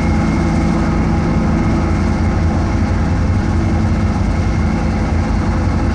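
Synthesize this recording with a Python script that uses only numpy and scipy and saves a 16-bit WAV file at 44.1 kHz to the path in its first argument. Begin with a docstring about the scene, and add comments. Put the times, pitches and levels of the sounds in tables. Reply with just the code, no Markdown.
"""The two-cylinder engine of a garden tractor hums in firing orders as it pushes a snowblower, heard from the seat.
Exhaust and intake roar, filtered noise, throbs with the firings and rings in tin panels modelled as resonances.
The auger drags the speed once a turn, so the gear whine, a tooth mesh tone, wavers.
Impeller, pump and drive belt, sums of shaft multiples, beat against the engine.
Thrown snow, flickering bands of noise, hisses up the chute."""
import sys
import numpy as np
from scipy import signal
from scipy.fft import rfft, irfft
from scipy.io import wavfile
from scipy.ndimage import uniform_filter1d

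SR = 44100
rng = np.random.default_rng(int(sys.argv[2]) if len(sys.argv) > 2 else 0)


def generate_wav(sig):
    """Save sig (samples, or channels by samples) to the path in sys.argv[1] as 16-bit PCM at SR."""
    pcm = np.round(np.clip(np.atleast_2d(sig).T, -1, 1) * 32767).astype(np.int16)
    wavfile.write(sys.argv[1], SR, pcm)


N = 261954
T = np.arange(N) / SR  # time, s
F = np.maximum(np.fft.rfftfreq(N, 1 / SR), 1)  # frequency, Hz

CYCLE_HZ = 27.39  # mean rate of the firing cycle, which is two crank turns
AUGER_HZ, AUGER_RAD = 3.03, -1.38  # turning rate and starting phase
IMPELLER_RATIO = .6  # turns per firing cycle
PIPE_SPREAD_RAD = .4  # phase lag of the engine orders, times the order squared
HISS_SHARE = 0.52  # the hiss swells by this share of the spray's extra dB


def undb(db):
    """Amplitude ratio of a level in decibels."""
    return 10 ** (np.asarray(db) / 20)


def level(x, db):
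    """Scaling to a given rms level."""
    return x * undb(db) / np.sqrt(np.mean(x ** 2))


def columns(table):
    """Linear interpolation in time of each column after the first."""
    s, *cols = np.transpose(table)
    return [np.interp(T, s, c) for c in cols]


def walk(rate):
    """Low-pass random process: levels held 1 / rate s and averaged twice; spread near 1."""
    hold = int(SR / rate)
    steps = np.repeat(rng.standard_normal(N // hold + 1), hold)
    smooth = uniform_filter1d(uniform_filter1d(steps, hold), hold)
    return np.sqrt(2) * smooth[:N]


def ring(hz, width):
    """Resonance excited by noise, rms 1; the width is taken at half the peak amplitude."""
    response = 1 / (1 + (2 * (F - hz) / width) ** 2)
    return level(irfft(rfft(rng.standard_normal(N)) * response, N), 0)


def coloured(points, flicker_db, flicker_hz, shared_db):
    """Spectral shaping of noise in half-octave bands; each flickers alone and all share one level change."""
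    hz, db = np.transpose(points)
    shape_db = np.interp(np.log(F), np.log(hz), db, left=-99, right=-99)
    shaped = rfft(rng.standard_normal(N)) * undb(shape_db)
    place = 2 * np.log2(F)  # in half octaves
    first = np.floor(2 * np.log2(hz[0]))
    last = np.ceil(2 * np.log2(hz[-1]))
    out = 0
    for band in np.arange(first, last + 1):
        window = np.clip(1 - np.abs(place - band), 0, 1)  # triangles that sum to 1
        out = out + irfft(shaped * window, N) * undb(flicker_db * walk(flicker_hz))
    return level(out, 0) * undb(shared_db)


def orders(angle, table, waver_db, waver_rad, spread_rad=1.3):
    """Fourier series on a shaft angle; higher multiples lag, which spreads each beat over the turn."""
    out = 0
    for k, db in table:
        phase = k * angle - spread_rad * k * k + waver_rad * walk(5)
        amplitude = np.sqrt(2) * undb(db + waver_db * walk(4.02))
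        out = out + amplitude * np.sin(phase)
    return out


def crank():
    """Phase as the integral of speed: the auger's load slows it once a turn and the governor hunts."""
    auger_drag = .0053 * np.cos(2 * np.pi * AUGER_HZ * T + AUGER_RAD)  # fraction of the speed
    speed = 1 + auger_drag + 0.00076 * walk(1.982)
    return 2 * np.pi * CYCLE_HZ * np.cumsum(speed) / SR


def engine(angle, boom_db):
    """Periodic firing gives harmonics: low orders stay put, those the housing radiates follow its boom."""
    # orders of the firing cycle: multiple, level/dB (rms, before the boom)
    firing = [(1, -39), (2, -22.5), (3, -23.5), (4, -37.5), (5, -32.5), (6, -24), (7, -46), (8, -24),
              (9, -33.5), (10, -37.5), (11, -38.5), (12, -32), (13, -42.5), (19, -41.5), (24, -44),
              (30, -40), (46, -45)]
    low = orders(angle, firing[:5], waver_db=0.0, waver_rad=0.093, spread_rad=PIPE_SPREAD_RAD)
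    high = orders(angle, firing[5:], waver_db=2.02, waver_rad=0.13, spread_rad=PIPE_SPREAD_RAD)
    return low + undb(0.77 * boom_db) * high


def body(angle, boom_db):
    """Forced resonance and interference: roar and ringing panels throb with the firings, paths round the hood cancel."""
    # exhaust and intake roar: f/Hz, relative spectral level/dB (per Hz)
    roar_points = [(12, -41), (20, -15.5), (66, -3.5), (124, -8.5), (216, -4.5), (337, -15.5), (399, -12),
                   (515, -15.5), (573, -13.5), (822, -11.5), (974, -17.5), (1280, -17.5), (1920, -24),
                   (2140, -23.5), (3200, -45), (4160, -80.5), (7040, -120)]
    # ringing tin: f/Hz, width/Hz, level/dB (rms, before the waver)
    panels = [(77.6, 15, -28.5), (511, 34, -39), (643, 40, -47.5), (828.6, 52, -39), (1067, 73, -42),
              (1301, 100, -42), (1430, 81, -43.5), (1609, 98, -45), (1794, 160, -46.5), (2146, 250, -41.5),
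              (2643, 51, -53.5), (2740, 110, -55), (4247, 80, -55.5), (4660, 280, -54.5),
              (5720, 240, -55.5), (9500, 100, -70), (10100, 100, -73.5)]
    # blower housing: f/Hz, width/Hz, level/dB (rms, before the boom)
    housing_modes = [(199.5, 42, -27.5), (268.6, 30, -33.5), (311.5, 36, -35.5), (346.3, 19.6, -35)]
    # interference round the hood: f/Hz, width/Hz, gain/dB (mostly dips)
    hood_paths = [(376, 25, -1), (562, 17, -3.5), (1038, 16, -2), (1198, 31, -7), (1910, 89, -5),
                  (2780, 55, 1.5)]
    tin = sum(undb(db + 1.2 * walk(6)) * ring(hz, width) for hz, width, db in panels)
    modes = sum(undb(db) * ring(hz, width) for hz, width, db in housing_modes)
    housing = undb(0.82 * boom_db) * modes
    roar = coloured(roar_points, flicker_db=1.0, flicker_hz=7.8, shared_db=-24 + 0.38 * boom_db)
    throb = 1 + 0.021 * np.cos(angle) + 0.057 * np.cos(2 * angle) + 0.054 * np.cos(3 * angle)
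    hood_db = sum(db * np.exp(-(2 * (F - hz) / width) ** 2) for hz, width, db in hood_paths)
    return irfft(rfft(throb * (tin + roar + housing)) * undb(hood_db), N)


def belt(angle):
    """Periodic slap of a belt loop, loudest round a wandering pitch; it also excites a frame resonance."""
    # belt slap: t/s, favoured f/Hz, slap level/dB (at the favoured pitch, before the waver)
    slap_course = [(0.0, 85.6, -28.5), (.45, 88, -29.5), (.8, 98, -30), (1.7, 99, -27), (2.05, 87, -27),
                   (2.75, 88, -22), (3.15, 93, -23), (3.5, 97.3, -21), (4.5, 99.3, -23.5), (4.85, 88, -27),
                   (5.4, 88, -22), (5.7, 94, -21.5), (5.94, 90, -21.5)]
    # multiples of the belt loop's turn
    loop_orders = (16, 17, 18)
    ratio = .2  # loop turns per firing cycle
    favoured_hz, slap_db = columns(slap_course)
    favoured_order = favoured_hz / (ratio * CYCLE_HZ)
    slaps = []
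    for k in loop_orders:
        # 12 dB down one multiple off the favoured pitch, but never more than 9.5 dB
        fall_db = np.maximum(-12 * (k - favoured_order) ** 2, -9.5)
        slaps.append((k, slap_db + fall_db))
    frame = undb(slap_db - 2.5) * ring(hz=95.2, width=36)
    return orders(ratio * angle, slaps, waver_db=1.0, waver_rad=0.17) + frame


def impeller(angle):
    """Blade-passing tones of a three-blade rotor geared to the crank."""
    # multiple of the impeller's turn, level/dB (rms, before the waver)
    blades = [(1, -45.5), (2, -43.5), (3, -36), (4, -57.5), (9, -48), (12, -42)]
    return orders(IMPELLER_RATIO * angle, blades, waver_db=7.0, waver_rad=0.73)


def pump(angle):
    """Shaft harmonics of a pump geared to the crank."""
    # multiple of the pump shaft's turn, level/dB (rms, before the waver)
    shaft = [(5, -30.5), (8, -39.5), (17, -37), (20, -39.5)]
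    return orders(.5726 * angle, shaft, waver_db=0.5, waver_rad=0.097)


def gear(angle, whine_db):
    """Tooth mesh tone with a side tone, modulated by the load: pushed at each crank turn and as the auger lets go."""
    push = 1 + 0.17 * np.cos(2 * angle) + 0.11 * np.cos(angle)
    free = np.cos(2 * np.pi * AUGER_HZ * T + AUGER_RAD + .9)
    mesh_order = 78.1  # multiple of the firing cycle
    teeth = [(mesh_order, whine_db - 2.5 + 2.2 * free),
             (mesh_order + 4, whine_db - 12.5 + 5 * free)]
    return push * orders(angle, teeth, waver_db=1.2, waver_rad=0.34)


def snow(angle, hiss_db, spray_db):
    """Broadband flow noise: an even rush up the chute and fine spray in uneven puffs, paced by the impeller."""
    # rush of snow: f/Hz, relative spectral level/dB (per Hz)
    rush_points = [(1650, -21), (2800, -2.5), (3220, -4), (5640, -1), (7400, -13.5), (9620, -36),
                   (16300, -120)]
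    # fine spray: f/Hz, relative spectral level/dB (per Hz)
    spray_points = [(6000, 4), (7000, -3), (7600, -4.5), (8500, -2), (9800, -14.5), (11000, -17.5),
                    (11300, -26.5), (12200, -29.5), (13200, -29), (15000, -37)]
    rush = coloured(rush_points, flicker_db=0.53, flicker_hz=20, shared_db=hiss_db + .4 * walk(30))
    puffs = walk(55)
    puffs = puffs - uniform_filter1d(puffs, int(.08 * SR))  # quick ones only
    throw_db = 1.36 * np.cos(IMPELLER_RATIO * angle + 1.5 * walk(4))  # one swing an impeller turn
    spray = coloured(spray_points, flicker_db=0.8, flicker_hz=41.0,
                     shared_db=spray_db + throw_db + 1.6 * puffs)
    return rush * undb(HISS_SHARE * throw_db) + spray


def loads():
    """Trapezoidal envelopes: extra spray dB while a thicker load of snow passes up the chute."""
    # thicker loads: t/s (rise complete), length/s (from there to the end of the fall), extra spray level/dB
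    passing = [(0.0, 0.89, 4.5), (1.72, .08, 3.5), (1.94, .24, 3), (3.524, 0.24, 1.5), (4.3, .25, 1)]
    edge_s = 0.058  # rise and fall time
    extra_db = 0
    for s, length, db in passing:
        nearest_end = np.minimum(T - s + edge_s, s + length - T)
        extra_db = extra_db + db * np.clip(nearest_end / edge_s, 0, 1)
    return extra_db


def scene():
    """Superposition of the sources, all but the chute's loads tied to one crank angle."""
    # work done: t/s, housing boom level/dB (its mean is removed), gear whine level/dB (before gear's offsets)
    work = [(0.0, -17.5, -36.5), (.5, -16.5, -35), (.8, -15.5, -41.5), (1.3, -17.5, -40),
            (1.75, -16, -39.5), (2.1, -19, -38.5), (2.5, -19, -51), (3.0, -21.5, -50.5), (3.7, -22.5, -43),
            (4.2, -24, -45.5), (4.5, -22, -40.5), (5.3, -21.5, -45.5), (5.5, -21, -48.5),
            (5.94, -19.5, -46.5)]
    boom_db, whine_db = columns(work)
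    boom_db = boom_db - boom_db.mean()
    angle, extra_db = crank(), loads()
    drive = belt(angle) + impeller(angle) + pump(angle)
    machine = engine(angle, boom_db) + body(angle, boom_db) + drive + gear(angle, whine_db)
    thrown = snow(angle, hiss_db=-42.5 + HISS_SHARE * extra_db, spray_db=-52 + extra_db)
    return (machine + thrown)[None]


def record(dry):
    """Dynamic compression evens out the beats, soft saturation rounds peaks and a low-pass cuts the top."""
    span = int(0.024 * SR)
    power = uniform_filter1d(uniform_filter1d(dry ** 2, span), span)
    even = dry * (np.mean(power) / power) ** 0.14
    ceiling = 0.8
    rounded = ceiling * np.tanh(1.079 * even / ceiling)
    top = signal.ellip(8, .2, 70, 15100, fs=SR, output="sos")  # order, ripple dB, rejection dB, cutoff Hz
    settled = signal.sosfilt_zi(top)[:, None] * rounded[0, 0]  # no click at the start
    return signal.sosfilt(top, rounded, zi=settled)[0]


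dry = scene()
out = record(dry)
generate_wav(out)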